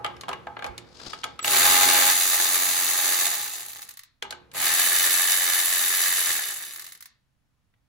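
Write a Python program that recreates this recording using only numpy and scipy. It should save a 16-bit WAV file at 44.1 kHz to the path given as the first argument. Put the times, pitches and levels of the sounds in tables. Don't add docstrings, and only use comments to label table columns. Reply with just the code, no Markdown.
import sys
import numpy as np
from scipy import signal
from scipy.fft import rfft, irfft, next_fast_len
from scipy.io import wavfile
from scipy.ndimage import map_coordinates

SR = 44100
rng = np.random.default_rng(int(sys.argv[2]) if len(sys.argv) > 2 else 0)


def generate_wav(sig):
    pcm = np.round(np.clip(np.atleast_2d(sig).T, -1, 1) * 32767).astype(np.int16)
    wavfile.write(sys.argv[1], SR, pcm)


N = 347494
TOP_HZ = 15800


def amp(db):
    return 10 ** (np.asarray(db) / 20)


def unit(x):
    return x / np.sqrt(np.mean(x ** 2) + 1e-20)


def along(points, hz):
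    f, value = np.transpose(points)
    return np.interp(np.log(hz + 1), np.log(f + 1), value)


def resonances(modes, hz):
    power = 0
    for centre, width, db in modes:
        detuning = (hz * hz - centre * centre) / ((hz + 1) * width)
        power = power + amp(db) ** 2 / (1 + detuning ** 2) ** (3 / 2)
    return np.sqrt(power)


def coloured(x, gain):
    n = x.shape[-1]
    m = 2 * next_fast_len(n // 2 + 4096)
    g = np.maximum(unit(gain(np.fft.rfftfreq(m, 1 / SR))), 1e-5)
    cepstrum = irfft(np.log(g))
    cepstrum[1:m // 2] *= 2
    cepstrum[m // 2 + 1:] = 0
    return irfft(rfft(x, m) * np.exp(rfft(cepstrum)), m)[..., :n]


def noise(size):
    return rng.standard_normal((2, size))


def add(track, s, sound):
    start = round(s * SR)
    sound = sound[:, max(-start, 0):]
    part = track[:, max(start, 0):][:, :sound.shape[1]]
    part += sound[:, :part.shape[1]]


def waver(rate, depth_db):
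    knots = rng.standard_normal(1000)
    return amp(depth_db * map_coordinates(knots, [np.arange(N) * rate / SR], mode="mirror"))


def since(s):
    return np.maximum(np.arange(N) / SR - s, 0)


def impact(crack_t60, scatter_db, scatter_t60, rise=0.00062):
    t = np.arange(SR // 5) / SR
    decay = np.hypot(amp(-60 * t / crack_t60), amp(scatter_db - 60 * t / scatter_t60))
    return noise(len(t)) * (1 - np.exp(-t / rise)) * decay


def ping(hz, cycles, overtone_db=-7):
    t = np.arange(SR // 8) / SR
    mode = lambda f: np.sin(2 * np.pi * (f * t + rng.random((2, 1))))
    overtone = amp(overtone_db) / (1 + (hz / 1600) ** 8) * mode(2.62 * hz)
    return (mode(hz) + overtone) * amp(-60 * t * hz / cycles) * (1 - np.exp(-t * hz / 2))


# [f/Hz, relative level/dB]
AIR_SPECTRUM = [(30, -11), (130, -8), (350, -28), (1400, -29), (4000, -36), (15000, -44)]


def quiet_air(level_db):
    return amp(level_db) * coloured(noise(N), lambda hz: amp(along(AIR_SPECTRUM, hz)))


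# [f/Hz, width/Hz, relative level/dB]
BODY_RESONANCES = [(492, 90, -7.5), (709, 170, -5), (887, 63, -7), (1020, 160, -8), (1277, 200, -2),
                   (1626, 210, -3), (2027, 56, -6), (2290, 430, -6), (2930, 290, -5), (3360, 310, -6.5),
                   (3630, 150, -3.5), (4210, 1100, -6.5), (6900, 3000, -14.5)]
# [f/Hz, relative level/dB, t60/s]
STEEL_MODES = [(275, -20, 0.35), (393.3, -11, 0.26), (457, -16.5, 0.13), (497, -22.5, 0.4),
               (823, -2.5, 0.3), (869, -5, 0.27), (1123, -9.5, 0.13), (1251, -8.5, 0.13), (1592, -2, 0.1)]
# [f/Hz, width/Hz, relative level/dB]
SOCKET_RESONANCE = [(10900, 900, -18)]
# [t/s, relative level/dB, ring f/Hz, thud re knock level/dB, tick re knock level/dB]
KNOCKS = [(-0.04, -17, 1250, -7, -20), (0.045, -13.5, 1220, -9.5, -19), (0.062, -17.5, 1280, -19, -22),
          (0.166, -36.5, 5330, -20, -16), (0.21, -31.5, 1170, -28, -2), (0.234, -28, 1087, -8.5, -19),
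          (0.282, -24.5, 1235, -3.5, -18), (0.29, -22, 1240, -3.5, -10.5), (0.312, -26, 1000, -10, -23),
          (0.33, -19, 1092, -16, -20), (0.469, -29.5, 1690, 0.5, -23), (0.567, -26, 1670, -7, -44),
          (0.591, -26.5, 1410, -9.5, -24), (0.623, -23.5, 1620, -7.5, -23),
          (0.643, -17.5, 2230, -7.5, -18.5), (0.664, -31.5, 1580, -6.5, -5.5),
          (0.779, -25, 3660, -23.5, -7), (0.998, -34, 1370, -13, -14.5), (1.052, -34.5, 4930, -16.5, -17),
          (1.132, -21, 1260, -15, -18), (1.234, -20, 3200, -17, -20.5), (1.24, -16.5, 1276, -11.5, -9),
          (1.391, -18.5, 1262, -27, -18.5), (1.445, -10.5, 2790, -19, -13.5), (4.224, -17, 3330, -16, -12),
          (4.25, -35, 935, -3.5, -25), (4.307, -25.5, 7100, -11.5, -3), (4.324, -24, 1530, -13.5, -15.5),
          (4.515, -39.5, 3800, -30, -7), (4.546, -32, 1660, -5, -27.5), (7.738, -57.5, 1930, -15, -40)]


def knocks(thud_db, clank_db, tick_db, ping_db, ring_db, ping_cycles, swell_s):
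    thuds, clanks, ticks, rings = np.zeros((4, 2, N))
    t = np.arange(SR) / SR

    def mode(hz, t60):
        wave = np.sin(2 * np.pi * (hz * t + rng.random((2, 1))))
        return amp(-60 * t / t60) * (1 - np.exp(-t / swell_s)) * wave

    for s, db, hz, thud, tick in KNOCKS:
        thud_hit = impact(crack_t60=0.016, scatter_db=-23.0, scatter_t60=0.25, rise=0.003)
        clank_hit = impact(crack_t60=0.016, scatter_db=-14.5, scatter_t60=0.066, rise=0.002)
        tick_hit = impact(crack_t60=0.0069, scatter_db=-15.5, scatter_t60=0.038, rise=0.0019)
        add(thuds, s, amp(db + thud + thud_db) * thud_hit)
        add(clanks, s, amp(db + clank_db) * clank_hit)
        add(ticks, s, amp(db + tick + tick_db) * tick_hit)
        touch = impact(crack_t60=0.0032, scatter_db=-25.5, scatter_t60=.04)
        add(clanks, s - .004, amp(db - 13.0) * touch)
        add(rings, s, amp(db + ping_db) * ping(hz, ping_cycles))
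        steel = sum(amp(level + rng.normal(0, 1.0)) * mode(f, t60) for f, level, t60 in STEEL_MODES)
        add(rings, s, amp(db + thud + ring_db) * steel)

    low = lambda hz, edge_hz: 1 / np.sqrt(1 + (hz / edge_hz) ** 8)
    high = lambda hz, edge_hz: np.sqrt(1 - low(hz, edge_hz) ** 2)
    body = lambda hz: resonances(BODY_RESONANCES, hz)
    thuds = coloured(thuds, lambda hz: body(hz) * low(hz, 1220))
    clanks = coloured(clanks, lambda hz: body(hz) * high(hz, 1660) * low(hz, 2820))
    ticks = coloured(ticks, lambda hz: resonances(BODY_RESONANCES + SOCKET_RESONANCE, hz) * high(hz, 4030))
    return rings + thuds + clanks + ticks


# [f/Hz, width/Hz, relative level/dB]
PANEL_MODES = [(71, 11, 1), (117.5, 12, 1.5), (172, 110, -6), (355, 13, 2), (479, 87, -6), (900, 1000, -15)]


def drone(speed, force_db, share_db, knock_db, bolt_db, hand_db, t60):
    knocked = 0
    for s, db, _, thud, _ in KNOCKS:
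        knocked = knocked + amp(db + thud + knock_db - 60 * since(s) / t60) ** 2 * (since(s) > 0)
    shaken = speed * amp(force_db) ** 2 * (amp(share_db + bolt_db) ** 2 + amp(hand_db) ** 2)
    return np.sqrt(knocked + shaken) * coloured(noise(N), lambda hz: resonances(PANEL_MODES, hz))


# [f/Hz, t60/s]
ECHO_DECAY = [(200, 0.087), (1000, 0.38), (4000, 0.36), (9000, 0.12), (15000, 0.042)]


def garage(x):
    hz, t, z = signal.stft(noise(SR), SR, nperseg=256)
    decay = amp(-60 * t / along(ECHO_DECAY, hz)[:, None])
    tail = signal.istft(z * decay, SR, nperseg=256)[1]
    tail = np.pad(tail / np.linalg.norm(tail[0]), ((0, 0), (400, 0)))
    return signal.fftconvolve(x, tail, axes=1)[:, :N]


# [t/s, relative level/dB]
BUMPS = [(0.621, -45), (5.3, -57), (6.233, -53.5)]


def bumps(pitch_hz):
    track, swell = np.zeros((2, N)), np.hanning(int(.14 * SR))
    for s, db in BUMPS:
        add(track, s, amp(db) * swell * noise(len(swell)))
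    return coloured(track, lambda hz: resonances([(pitch_hz, pitch_hz / 2, 0)], hz))


SLEEVE_S, SLEEVE_DB = 1.071, -42
SLEEVE_RISE_DB_PER_S, SLEEVE_FALL_DB_PER_S = 121, 86
# [f/Hz, relative level/dB]
CLOTH_SPECTRUM = [(300, 3), (1350, -1.5), (1900, -8.5), (4200, 1.5), (4950, 5.5), (5600, -2.5), (8000, -9),
                  (13000, -30.5)]


def sleeve(left_db):
    t = np.arange(N) / SR - SLEEVE_S
    level_db = SLEEVE_DB + np.minimum(SLEEVE_RISE_DB_PER_S * t, -SLEEVE_FALL_DB_PER_S * t)
    swell = waver(rate=190, depth_db=3.0) * amp(level_db)
    cloth = coloured(noise(N), lambda hz: amp(along(CLOTH_SPECTRUM, hz)))
    return swell * amp([[left_db], [-left_db]]) * cloth


# [trigger pulled t/s, thread gives t/s, loosening time constant/s, trigger let go t/s,
# change of force while the thread grips/dB, underbody share while tight/dB, same once loose/dB,
# drive whistle level/dB]
BOLTS = [(1.415, 2.098, 0.021, 3.251, 1.5, -2, -9.5, -35), (4.523, 4.525, 0.23, 6.282, -2.5, 3.5, -20, -67)]


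def whistle(pitch_hz, length, lead):
    track, t = np.zeros((2, N)), np.arange(int(length * SR)) / SR
    for s, *_, db in BOLTS:
        tone = np.sin(2 * np.pi * (pitch_hz * t + rng.random((2, 1))))
        add(track, s - lead, amp(db) * signal.windows.tukey(len(t)) * tone)
    return track


FULL_RATE_HZ, STALL_HZ = 89.7, 13
SPIN_UP_S, COAST_S, FRICTION_HZ_PER_S = .06, .66, 42


def stroke_rate():
    rate, brake = np.zeros(N), FRICTION_HZ_PER_S * COAST_S
    for start, _, _, release, *_ in BOLTS:
        driven = FULL_RATE_HZ * (1 - np.exp(-since(start) / SPIN_UP_S))
        rate += np.maximum((driven + brake) * np.exp(-since(release) / COAST_S) - brake, 0)
    return rate * (rate > STALL_HZ) * waver(rate=7, depth_db=.07)


FORCE_DB, EASE_DB_PER_S = 1.5, 2.5


def load():
    force_db, share_db = np.zeros((2, N))
    for start, gives, loosening, _, grip_db, tight_db, loose_db, _ in BOLTS:
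        grip, on = np.exp(-since(gives) / loosening), since(start) > 0
        force_db[on] = (FORCE_DB + grip_db * grip - EASE_DB_PER_S * since(start))[on]
        share_db[on] = (tight_db * grip + loose_db * (1 - grip))[on]
    return force_db, share_db


SWELL_DB = 4.0
SPREAD_DB = 1.7


def clatter(speed, turns, growth, count):
    track, pitches = np.zeros((2, N)), np.linspace(1500, TOP_HZ, 8)
    rings = []
    for pitch in pitches:
        crack = unit(impact(crack_t60=0.0044, scatter_db=-16.5, scatter_t60=0.042)[:, :SR // 20])
        rings.append(coloured(crack, lambda hz: 1 + resonances([(pitch, 3000, 3)], hz)))
    late, point, side, chance = rng.random((4, 9000))
    uneven = np.sqrt(3) * (2 * chance - 1)
    for k in range(int(turns[-1] * count)):
        turn = (k + late[k]) / count
        at = min(np.searchsorted(turns, turn), N - 1)
        swell_db = SWELL_DB * speed[at] * np.cos(2 * np.pi * turn)
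        db = swell_db + SPREAD_DB * uneven[k] / max(speed[at], .3)
        strength = np.sign(side[k] - .5) * amp(db) * speed[at] ** growth
        add(track, at / SR, strength * rings[int(point[k] * len(rings))])
    return unit(track)


# [f/Hz, width/Hz, first bolt relative level/dB, second bolt relative level/dB]
TOOL_RESONANCES = [(381, 49, -13, -17), (859, 54, -6, -16), (1040, 1500, -15, -16.5), (1180, 182, -4, -8),
                   (1744, 330, -1.5, -1.5), (1994, 630, -7.5, -9.5), (2627, 89, -1.5, -6.5),
                   (2985, 110, -9.5, -5), (3674, 330, -1.5, -4.5), (4140, 1840, -2.5, -8),
                   (5893, 74, -3, -4), (6500, 740, 0.5, -7.5), (7710, 2100, -2, -6), (10180, 2100, -3, -9),
                   (11180, 300, -4.5, -1), (13600, 840, 4, -1.5), (14800, 11000, -6.5, -11)]
# [multiple of the stroke rate, relative level/dB]
HUM_HARMONICS = [(3, 0.5), (6, -4.5)]


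def ratchet(rate, force_db, share_db, first_db, second_db, shake_db, ring_db, hum_db):
    speed, turns = rate / FULL_RATE_HZ, np.cumsum(rate) / SR
    impacts = clatter(speed, turns, growth=1.396, count=11)
    rattle = amp(force_db) * impacts * waver(rate=45, depth_db=0.88)

    on_second = np.arange(N) / SR > BOLTS[-1][0] - .1
    first_modes = np.delete(TOOL_RESONANCES, -1, axis=1)
    second_modes = np.delete(TOOL_RESONANCES, -2, axis=1)
    first = coloured(rattle * ~on_second, lambda hz: resonances(first_modes, hz))
    second = coloured(rattle * on_second, lambda hz: resonances(second_modes, hz))

    narrow = [(hz, np.log(1000) / np.pi / t60 * 2, db) for hz, db, t60 in STEEL_MODES]
    shaken = amp(shake_db) * coloured(rattle, lambda hz: resonances(BODY_RESONANCES, hz))
    ringing = amp(ring_db) * coloured(rattle, lambda hz: resonances(narrow, hz))

    tones = sum(amp(hum_db + db) * np.sin(2 * np.pi * round(k) * turns) for k, db in HUM_HARMONICS)
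    hum = amp(force_db) * speed ** 9 * waver(rate=25, depth_db=3.0) * tones
    underbody = amp(share_db) * (shaken + ringing + hum)
    return amp(first_db) * first + amp(second_db) * second + underbody


# [t/s, relative level/dB]
SLAMS = [(1.479, -6.5), (1.536, -11), (1.565, -3), (1.617, -9.5), (1.627, -14.5), (1.661, -12), (1.74, -10),
         (1.835, -20), (1.986, -11)]


def slams(crack_db, ping_db, pitch_hz):
    cracks, pings = np.zeros((2, 2, N))
    for s, db in SLAMS:
        crack = impact(crack_t60=0.013, scatter_db=-16.0, scatter_t60=.05)
        add(cracks, s, amp(db + crack_db) * crack)
        pitch = pitch_hz * np.exp(rng.standard_normal() / 2)
        add(pings, s, amp(db + ping_db) * ping(pitch, cycles=32))
    return pings + coloured(cracks, lambda hz: resonances(BODY_RESONANCES, hz))


# [t/s, relative level/dB]
PAWL_CLICKS = [(3.731, -26), (3.77, -30), (3.818, -26), (3.8266, -27), (3.889, -26), (3.908, -30),
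               (3.9713, -30), (3.9917, -28.5), (4.0337, -34), (6.7592, -24), (6.7948, -22.5), (6.8196, -29),
               (6.865, -27), (6.9206, -29.5), (6.9318, -39), (6.95, -35), (7.0062, -30.5), (7.024, -29.5),
               (7.0564, -30)]


def pawl(click_db, tooth_hz, tooth_db):
    track = np.zeros((2, N))
    for s, db in PAWL_CLICKS:
        pitch = tooth_hz * np.exp(rng.standard_normal() / 2)
        click = impact(crack_t60=0.012, scatter_db=-4, scatter_t60=0.035, rise=0.0017)
        click = coloured(click, lambda hz: 4.0 + resonances([(pitch, pitch / 5, tooth_db)], hz))
        add(track, s, amp(db + click_db) * click)
    # [f/Hz, width/Hz, relative level/dB]
    free_head = [(1190, 280, 3.3), (1910, 590, 6.1), (4030, 910, 4.3), (8400, 19000, 0.56), (13400, 1000, 10)]
    return coloured(track, lambda hz: resonances(free_head, hz))


def scene():
    air = quiet_air(level_db=-72.0)
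    hits = knocks(thud_db=12.0, clank_db=-0.5, tick_db=15, ping_db=-3, ring_db=-6.0,
                  ping_cycles=48, swell_s=0.0032)
    rate = stroke_rate()
    force_db, share_db = load()
    panels = drone(rate / FULL_RATE_HZ, force_db, share_db, knock_db=-23.5, bolt_db=-47.5,
                   hand_db=-60.5, t60=2.1)
    near = panels + bumps(pitch_hz=66.5) + sleeve(left_db=4.5)
    tool = whistle(pitch_hz=7800, length=0.055, lead=0.008)
    tool = tool + ratchet(rate, force_db, share_db, first_db=-24.0, second_db=-24.0, shake_db=-30.0,
                          ring_db=-34.5, hum_db=-48.5)
    tool = tool + slams(crack_db=-5.0, ping_db=-12.5, pitch_hz=1663)
    tool = tool + pawl(click_db=0.0, tooth_hz=4960, tooth_db=0.0)
    echo = garage(amp(-15.0) * hits + amp(-10.5) * tool)
    return hits + tool + echo + near + air


OVERLOAD = .66
# [f/Hz, likeness 0-1, phase by which left leads/rad]
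PORTS = [(200, .45, .1), (1500, .35, .8), (4000, .2, .5), (6300, .3, .3), (7800, .25, -2.8),
         (9100, .45, -2.9), (10400, .88, -.2), (11600, .88, .2), (12400, .78, 1.6), (13400, .98, 3.15),
         (14600, .75, 4.5), (15400, .95, 6.2)]
# [f/Hz, level added to left and taken from right/dB]
SIDES = [(200, -1), (272, -7), (400, -0.5), (850, -1), (1200, 0.5), (4000, 1), (6000, -1), (13000, -0.5)]


def record(dry):
    m = next_fast_len(N + SR // 2)
    hz = np.fft.rfftfreq(m, 1 / SR)
    at_hz, likeness, lead = np.transpose(PORTS)
    mix = np.arcsin(np.clip(np.interp(hz, at_hz, likeness), 0, 1)) / 2
    turn = np.exp(np.outer([1j, -1j], np.interp(hz, at_hz, lead) / 2))
    turn = turn * amp(np.outer([1, -1], along(SIDES, hz)))
    rounded = dry / (1 + (dry / OVERLOAD) ** 4) ** .25
    z = rfft(rounded, m)
    mixed = np.cos(mix) * z + np.sin(mix) * z[::-1]
    band = np.clip((TOP_HZ - hz) / 400 + .5, 0, 1)
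    return irfft(mixed * turn * band, m)[:, :N]


dry = scene()
out = record(dry)
generate_wav(out)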